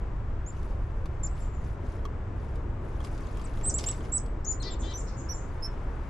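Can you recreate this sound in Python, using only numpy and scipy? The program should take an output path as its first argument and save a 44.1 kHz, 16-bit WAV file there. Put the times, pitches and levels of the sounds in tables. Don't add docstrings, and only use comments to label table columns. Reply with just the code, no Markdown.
import sys
import numpy as np
from scipy import signal
from scipy.fft import rfft, irfft, next_fast_len
from scipy.io import wavfile
from scipy.ndimage import uniform_filter1d

SR = 44100
rng = np.random.default_rng(int(sys.argv[2]) if len(sys.argv) > 2 else 0)


def dump(signal):
    limited = np.clip(np.atleast_2d(signal).T, -1, 1)
    pcm = np.round(limited * 32767).astype(np.int16)
    wavfile.write(sys.argv[1], SR, pcm)


N = 268877
TIME = np.arange(N) / SR

# hz [Hz], relative_db [dB per Hz]
RUMBLE_SPECTRUM = [(8.8, -50.5), (15, 2.5), (60, 0.5), (126, -8.5), (173, -18), (260, -26), (340, -33),
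                   (570, -120)]
# at_s [s], depths_db [dB], upper_db [dB]
RUMBLE_COURSE = [(0, -30.5, -34.5), (.8, -31, -32), (1.3, -31.5, -32.5), (3.2, -32.5, -31.5),
                 (4.2, -33.5, -31), (4.8, -32.5, -34.5), (6.1, -32, -34.5)]
RUMBLE_SPLIT_HZ = 85
HUM_HZ, HUM_DB = 200, -61
# hz [Hz], relative_db [dB per Hz]
WASH_SPECTRUM = [(120, -24.5), (165, -6), (200, -7.5), (260, -5), (350, -4), (500, -8), (780, -13),
                 (980, -11.5), (1400, -16.5), (2080, -24), (4200, -41), (8000, -45), (9500, -63),
                 (13000, -60.5)]
# [dB, used only as change about its median]
WASH_COURSE = [(0.0, -44, -50.5), (0.25, -45.5, -51.5), (2.45, -45, -51), (2.75, -43.5, -51.5),
               (3.05, -44.5, -50), (3.99, -43.5, -50.5), (4.43, -45, -51.5), (4.67, -42.5, -50),
               (5.3, -44.5, -49.5), (5.86, -45.5, -49)]
WASH_SPLIT_HZ = 650
# hz [Hz], left_right_likeness [0-1]
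LIKENESS_BY_HZ = [(60, .99), (130, .98), (300, .95), (650, .6), (1400, .5), (3000, .5), (8000, .3)]
# hz [Hz], left_over_right_db [dB]
LEAN_BY_HZ = [(100, 0), (180, 0), (300, 2.5), (520, 4.5), (900, 4.5), (1550, 3.5), (2660, 2.5), (4570, 1),
              (7850, 2.5)]

# hz [Hz], gain_db [dB]
TWIG_SCATTER_GAIN = [(1500, -10), (4000, -7), (5500, -6.5), (7000, -9.5), (8000, -11), (14000, -11)]
# start_s [s], length_s [s], pitch_hz [Hz], level_db [dB],
# huskiness [relative pitch scatter]
FAR_NOTE_ROWS = [(1.276, 0.053, 7770, -62, 0.025), (1.395, 0.037, 7410, -54.5, 0.025),
                 (1.52, 0.044, 7170, -60.5, 0.0091), (4.789, 0.034, 7120, -46.5, 0.089),
                 (4.893, 0.023, 6700, -53.5, .13), (4.968, 0.042, 7140, -47.5, 0.1),
                 (5.065, 0.031, 5320, -51.5, 0.19), (5.165, 0.043, 7030, -48, 0.074),
                 (5.356, 0.04, 7070, -50, 0.088)]

# start_s [s], length_s [s], level_db [dB]
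FLURRIES = [(0.53, 0.17, -65.5), (.75, 0.89, -75.5), (1.368, 0.069, -62.5), (1.642, 0.021, -62),
            (1.86, 0.091, -63.5), (2.403, 0.15, -68.5), (2.854, 0.16, -67.5), (3.044, 0.01, -57),
            (3.13, 0.76, -60.5), (3.8, 0.029, -51), (3.863, 0.043, -50.5), (4.038, 0.013, -57.5),
            (5, 0.62, -75), (5.45, 0.77, -69.5)]
# hz [Hz], gain_db [dB]
FLURRY_COLOUR = [(200, -1), (500, 19.5), (1500, 7), (3000, -3.5), (6000, -5), (8500, -10.5), (11000, -8.5),
                 (12500, -19), (13800, -47.5)]
FLURRY_RISE_DB_PER_S, FLURRY_FALL_DB_PER_S = 251, 119
GRIT_PER_S, GRIT_SPREAD_DB, GRIT_DB = 1600, 4, -2
GRIT_Q, GRIT_LOW_HZ, GRIT_HIGH_HZ = 10, 2200, 11000

# [dB, knock relative to the crack]
TICK_AND_SLAP_ROWS = [(.630, -48, 9000, -17), (1.058, -39.5, 2900, -13), (1.378, -48, 3200, -16),
                      (2.053, -39.5, 3320, -2), (2.557, -45.5, 2400, -16), (3.005, -42.5, 2600, -5),
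                      (3.015, -48, 3200, -12), (3.041, -42, 5200, -20), (3.047, -38.5, 4900, -13),
                      (3.048, -40, 10500, -27), (3.071, -42, 3300, -22), (3.178, -45, 3100, -13),
                      (3.207, -47, 9500, -18), (3.270, -45, 5700, -22), (3.372, -38.5, 2600, -16),
                      (3.397, -43, 2400, -7), (3.415, -43, 6100, -24), (3.573, -43, 2400, -18),
                      (3.612, -39.5, 2500, -22), (3.655, -44, 5200, -20), (3.788, -35, 4000, -22),
                      (3.796, -32, 5700, -36), (3.809, -37, 5100, -25), (3.840, -27, 5170, -38),
                      (3.873, -42, 2800, -20), (3.887, -27, 3370, -23), (3.888, -31, 9800, -34),
                      (3.914, -40, 3500, -18), (3.930, -41, 2700, -16), (4.007, -47, 2400, -3.5),
                      (4.050, -45, 4900, -20), (4.262, -45.5, 5300, -16)]
# hz [Hz], gain_db [dB]
CRACK_COLOUR = [(600, -34), (2200, 0.5), (3300, -1.5), (5500, -3.5), (8000, -7.5), (11500, -14.5),
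                (14000, -42.5)]
# hz [Hz], relative_db [dB], t60_s [s]
RAIL_KNOCK_MODES = [(460, 1, 0.11), (790, -4, 0.038), (1150, 12.5, 0.025), (1216, 1, 0.037),
                    (1630, -3, 0.024), (2500, -16, 0.0092), (3250, 7.5, 0.012)]
CRACK_Q, BURST_DB = 2, 0

# at_s [s], pulse_rate_hz [Hz], level_db [dB],
# lower_resonance_hz [Hz], upper_resonance_hz [Hz], rasp_db [dB relative to the harmonics]
DEE_CONTOURS = [
    [(4.629, 380, -42, 4800, 5600, 5), (4.646, 388, -45, 3950, 4700, -1),
     (4.660, 396, -44, 3960, 4360, -14), (4.680, 396, -42.5, 3960, 4350, -19),
     (4.703, 390, -48.5, 3500, 3900, -7), (4.733, 384, -53, 3400, 3800, -3),
     (4.752, 370, -56, 3100, 3500, 0)],
    [(4.818, 378, -59, 3500, 3900, -2), (4.838, 386, -51, 3250, 3860, -7),
     (4.868, 390, -49, 3400, 3560, -14), (4.897, 396, -49, 3170, 4020, -15),
     (4.928, 390, -46.5, 3370, 3920, -11), (4.944, 372, -56, 3100, 3500, -3)],
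]
# hz [Hz], relative_db [dB]
BUZZ_COLOUR = [(1150, -20), (1570, -8), (1970, 9), (2350, 2), (2750, -2), (3150, -1.5), (3500, 1),
               (4300, -.5), (5100, 4), (6200, 0), (8500, -12)]

# [dB, share sent into the shrubs]
WHISTLE_ROWS = [ (0.461, 0.049, 7360, 0.13, .58, -47, -6, -3, 0, 0, 7000, -1.5, -1),
                (1.23, 0.036, 7140, -0.036, 0.51, -38.5, -7, 2, 0.012, 4, 4560, 2, -3),
                (3.436, .017, 8200, .16, .8, -56, 2, 2, .022, 6, 4200, 8, 0),
                (3.633, 0.06, 8145, 0.11, .76, -34, 13, 5, 0.017, 2.5, 4400, -3, 2.5),
                (3.643, 0.06, 9600, 0.17, .7, -38, -5, -1, 0, 0, 9000, 0, 0),
                (3.739, .043, 7890, 0.13, 0.7, -30.5, -13.5, -7.5, .013, 4.5, 4270, -3, 2),
                (3.861, .051, 7865, 0.11, 0.75, -32, -8, -2, 0.0081, 3.5, 5000, -2.5, 2),
                (4.118, 0.059, 7966, 0.1, 0.77, -29.5, 6.5, 3, 0.012, -2.5, 4700, -4, 0),
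                (4.444, 0.015, 6360, 0.27, 0.9, -45, -1, -1, 0.0048, -1, 6240, 6, 4),
                (4.445, 0.013, 7370, 0.006, 0.17, -43, -10, 3, 0.0027, 0, 7000, 9, -3),
                (4.459, .060, 7050, .09, .95, -34.5, 13, 5, .011, -5, 4600, 7, 3),
                (4.595, .033, 8900, .38, .54, -55, 14, -5, .009, 3, 4600, 7, 2),
                (4.599, 0.033, 4250, 0.058, 0.33, -49.5, -8, 1, 0.0058, -2, 4000, 8, 6),
                (4.706, .037, 7330, -.05, .65, -48, 2, 3, .014, -5, 3400, -2, -3),
                (4.934, .041, 6070, .08, .68, -42.5, 0, 3, .010, -3, 4900, -2.5, -1),
                (4.969, .037, 7260, -.025, .55, -46, 0, 3, .009, 3, 4300, -1.6, 0),
                (5.286, .044, 5920, .13, .58, -40, 1, 5, .010, -3, 4700, -7, -1),
                (5.333, .035, 7250, -.02, .6, -47, 2, 4, .008, 1, 4400, -2, 0),
                (5.622, 0.043, 5375, .05, 1, -38.5, 3, 0.5, 0.011, -9, 4530, -7.4, -3), ]
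ATTACK_S, RELEASE_S = .008, .003
WAVER, WAVER_DB = .004, 1.5
FLICK_WAVER, FLICK_WAVER_DB = .05, 4
FLICK_FALL, FLICK_FADE_DB = 3, 18
# hz [Hz], gain_db [dB]
THROAT_GAIN = [(8250, 0), (8700, -14), (9700, -23)]
# pitch_hz [Hz], gain_db [dB]
OCTAVE_BY_PITCH = [(5300, 9.5), (6000, 4.5), (6700, -13), (7300, -31)]
OCTAVE_DB = -28.5
# pitch_hz [Hz], level_db [dB relative to the octave]
IMAGE_BY_PITCH = [(5400, -13), (5900, -27)]
FOLD_HZ = 12000


def from_db(db):
    return 10 ** (np.asarray(db) / 20)


def rms_one(x):
    return x / np.sqrt(np.mean(x ** 2) + 1e-20)


def in_time(rows, t=TIME):
    s, *columns = np.transpose(rows)
    return [np.interp(t, np.sort(s), c) for c in columns]


def at_hz(points, hz):
    f, value = np.transpose(points)
    return np.interp(np.log(np.maximum(hz, 1)), np.log(f), value)


def coloured(x, spectrum):
    size = next_fast_len(x.shape[-1])
    hz = np.maximum(np.fft.rfftfreq(size, 1 / SR), 1)
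    skirts = np.minimum(1, np.minimum(hz / spectrum[0][0], spectrum[-1][0] / hz)) ** 6
    shaped = rfft(x, size) * from_db(at_hz(spectrum, hz)) * skirts
    return irfft(shaped, size)[..., :x.shape[-1]]


def resonant(x, hz, q):
    return signal.lfilter(*signal.iirpeak(min(hz, .4 * SR), q, fs=SR), x + 1e-18)


def lowpassed(x, hz):
    return signal.sosfiltfilt(signal.butter(2, hz, fs=SR, output="sos"), x)


def drift(rate, t):
    steps = (t - t[0]) * rate
    count = int(steps[-1]) + 2
    return np.interp(steps, np.arange(count), rng.standard_normal(count))


def panned(x, pan_db):
    gains = from_db(np.array([[pan_db], [-pan_db]]) / 2)
    return x * gains / gains.mean()


def add(out, start, x):
    i = max(round(start * SR), 0)
    out[:, i:i + x.shape[-1]] += x[..., :N - i]


def note_times(rows):
    s = np.transpose(rows)[0]
    t = np.arange(s.min(), s.max(), 1 / SR)
    edge = np.clip(np.minimum(t - t[0], t[-1] - t) / .0018, 0, 1)
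    return t, np.sin(np.pi / 2 * edge) ** 2


def diffuse(spectrum):
    size = next_fast_len(N)
    hz = np.fft.rfftfreq(size, 1 / SR)
    mid, side = rfft(rng.standard_normal((2, size)))
    alike = np.clip(at_hz(LIKENESS_BY_HZ, hz), 0, .988)
    sides = np.array([[1], [-1]])
    pair = np.sqrt(1 + alike) * mid + np.sqrt(1 - alike) * side * sides
    pair = pair * from_db(at_hz(LEAN_BY_HZ, hz) * sides / 2)
    return rms_one(coloured(irfft(pair, size), spectrum)[:, :N])


def thicket(x, t60, gap):
    t = np.arange(SR // 2) / SR
    echoes = rng.standard_normal((2, len(t))) ** 3 * from_db(-60 * t / t60) * (t > gap)
    echoes /= np.sqrt(np.sum(echoes ** 2, axis=1, keepdims=True))
    return signal.fftconvolve(x.mean(axis=0)[None], echoes, axes=1)[:, :N]


def background(steadiness=0.24, lumps_db=1.5):
    rumble = diffuse(RUMBLE_SPECTRUM)
    swell = np.sqrt(uniform_filter1d(rumble[0] ** 2, size=SR // 5))
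    rumble = rms_one(rumble / swell ** steadiness)
    depths = lowpassed(rumble, RUMBLE_SPLIT_HZ)
    depths_db, upper_db = in_time(RUMBLE_COURSE)
    rumble = depths * from_db(depths_db) + (rumble - depths) * from_db(upper_db)

    hum_gain = np.sqrt(2) * from_db(HUM_DB + 2 * drift(3.6, TIME))
    hum_pitch = HUM_HZ + 2 * drift(9.3, TIME)
    hum = hum_gain * np.sin(2 * np.pi * np.cumsum(hum_pitch) / SR)

    body_db, treble_db = in_time(WASH_COURSE)
    wash = diffuse(WASH_SPECTRUM)
    body = lowpassed(wash, WASH_SPLIT_HZ)
    treble = (wash - body) * from_db(treble_db - np.median(treble_db) + np.median(body_db))
    body = body * from_db(body_db + lumps_db * drift(12, TIME))
    return rumble + hum + body + treble


def far_whistles(arch=0.045, flick=0.47):
    out = np.zeros((2, N))
    for start, length, hz, level_db, husk in FAR_NOTE_ROWS:
        t = np.arange(0, length, 1 / SR)
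        along = t / length
        bend = 1 - arch * (2 * along - 1) ** 2 - flick * along ** 20
        pitch = hz * (bend + husk * drift(1500, t))
        swell = np.sqrt(2 * np.abs(np.sin(np.pi * along)))
        add(out, start, swell * from_db(level_db) * np.sin(2 * np.pi * np.cumsum(pitch) / SR))
    return thicket(out, t60=0.34, gap=0.00063)


def grit(count=14):
    sizes = from_db(GRIT_SPREAD_DB * np.minimum(rng.exponential(1, N), 3))
    hits = sizes * rng.choice([-1, 1], N) * (rng.random(N) < GRIT_PER_S / SR)
    dealt = rng.integers(0, count, N)
    pitches = np.geomspace(GRIT_LOW_HZ, GRIT_HIGH_HZ, count)
    rings = sum(resonant(hits * (dealt == k), hz, GRIT_Q) for k, hz in enumerate(pitches))
    return rms_one(coloured(rings, FLURRY_COLOUR))


def flutter(beat_hz=26, beat_db=3.5, stroke_db=2.5, grain_db=2.5):
    flurries_db = []
    for start, length, db in FLURRIES:
        before, after = np.maximum(start - TIME, 0), np.maximum(TIME - start - length, 0)
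        flurries_db.append(db - FLURRY_RISE_DB_PER_S * before - FLURRY_FALL_DB_PER_S * after)
    level_db = np.max(flurries_db, axis=0)
    beats = np.cumsum(beat_hz * (1 + 0.143 * drift(7.4, TIME))) / SR
    stroke, within = np.divmod(beats, 1)
    strokes_db = stroke_db * rng.uniform(-1.4, 1, int(stroke[-1]) + 1)
    beats_db = beat_db * (1 - 2 * within) + strokes_db[stroke.astype(int)]
    brush_db = uniform_filter1d(beats_db, size=130) + grain_db * drift(500, TIME)
    brush = rms_one(coloured(rng.standard_normal(N), FLURRY_COLOUR) * from_db(brush_db))
    return panned(rms_one(brush + from_db(GRIT_DB) * grit()) * from_db(level_db), 0)


def ticks_and_slaps(t60=.011, crack_db=-5):
    out, t = np.zeros((2, N)), np.arange(SR // 15) / SR
    for start, level_db, centre_hz, knock_db in TICK_AND_SLAP_ROWS:
        ringing, burst = coloured(rng.standard_normal((2, len(t))), CRACK_COLOUR)
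        ringing = rms_one(resonant(ringing, centre_hz, CRACK_Q))
        crack = rms_one(ringing + from_db(BURST_DB) * rms_one(burst))
        crack = crack * from_db(crack_db - 60 * t / t60)
        knock = sum(from_db(db - 60 * t / ring) * np.sin(2 * np.pi * hz * t)
                    for hz, db, ring in RAIL_KNOCK_MODES)
        add(out, start, from_db(level_db) * (crack + from_db(knock_db) * knock / 2))
    return out


def dees(width_hz=240, jitter=.006, shimmer_db=3.2, rasp_per_s=600, pan_db=7):
    out = np.zeros((2, N))
    for contour in DEE_CONTOURS:
        t, gate = note_times(contour)
        rate, level_db, lower_hz, upper_hz, rasp_db = in_time(contour, t)
        phase = 2 * np.pi * np.cumsum(rate * (1 + jitter * drift(434, t))) / SR
        buzz, power = 0, 0
        for k in range(3, 22):
            throat = np.sqrt(sum(1 / (1 + (2 * (k * rate - hz) / width_hz) ** 2)
                                 for hz in (lower_hz, upper_hz)))
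            partial = throat * from_db(at_hz(BUZZ_COLOUR, k * rate) + shimmer_db * drift(51, t))
            rasp = from_db(rasp_db) * (drift(rasp_per_s, t) + 1j * drift(rasp_per_s, t))
            turning = np.exp(1j * (k * phase + rng.uniform(0, 2 * np.pi)))
            buzz = buzz + np.real(partial * (1 + rasp) * turning)
            power = power + partial ** 2 * (1 + from_db(rasp_db) ** 2) / 2
        add(out, t[0], panned(gate * from_db(level_db) * buzz / np.sqrt(power), pan_db))
    return out


def whistles():
    out, sent = np.zeros((2, 2, N))
    for (start, length, turn_hz, scoop, turn, note_db, swell_db, bulge_db,
         flick_s, flick_db, end_hz, pan_db, sent_db) in WHISTLE_ROWS:
        t = np.arange(0, length + max(flick_s, 0), 1 / SR)
        along = np.minimum(t / length, 1)
        flick = np.maximum(t - length, 0) / max(flick_s, 1 / SR)
        slack = 1 - np.exp(-FLICK_FALL * flick ** 2)
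        arch_hz = turn_hz * (1 - scoop * (along / turn - 1) ** 2)
        hz = arch_hz * (1 - slack) + end_hz * slack
        level_db = note_db + swell_db * (along - .5) + bulge_db * (.5 - (2 * along - 1) ** 2)
        level_db = level_db + flick_db * (flick > 0) - FLICK_FADE_DB * slack + at_hz(THROAT_GAIN, hz)
        hz, level_db = uniform_filter1d(np.array([hz, level_db]), size=100, mode="nearest")
        gate = np.minimum(t / ATTACK_S, 1) * np.minimum((t[-1] - t) / RELEASE_S, 1)
        waver = WAVER * drift(700, t) + FLICK_WAVER * slack * drift(2000, t)
        phase = 2 * np.pi * np.cumsum(hz * (1 + waver)) / SR
        image = from_db(at_hz(IMAGE_BY_PITCH, turn_hz)) * np.sin(2 * (2 * np.pi * FOLD_HZ * t - phase))
        octave_gain = from_db(OCTAVE_DB + at_hz(OCTAVE_BY_PITCH, turn_hz))
        octave_and_image = octave_gain * (np.sin(2 * phase) + image)
        tremble_db = WAVER_DB * drift(300, t) + FLICK_WAVER_DB * slack * drift(800, t)
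        voice = np.sqrt(2) * gate * from_db(level_db + tremble_db) * (np.sin(phase) + octave_and_image)
        note = panned(voice, pan_db)
        add(out, start, note)
        add(sent, start, from_db(sent_db) * note)
    return out, sent


def scene():
    far = background() + far_whistles()
    bustle = flutter() + ticks_and_slaps()
    bustle_scatter = from_db(-1) * thicket(bustle, t60=0.045, gap=0.001656)
    buzz = dees()
    notes, sent = whistles()
    twigs = coloured(thicket(sent + buzz, t60=.12, gap=.004), TWIG_SCATTER_GAIN)
    notes_tail = from_db(-23) * thicket(sent, t60=.3, gap=.02)
    buzz_tail = from_db(-10) * thicket(buzz, t60=.28, gap=.008)
    return far + bustle + bustle_scatter + buzz + notes + twigs + notes_tail + buzz_tail


def record(dry):
    return signal.sosfilt(signal.cheby2(12, 60, 15000, fs=SR, output="sos"), dry)


dry = scene()
out = record(dry)
dump(out)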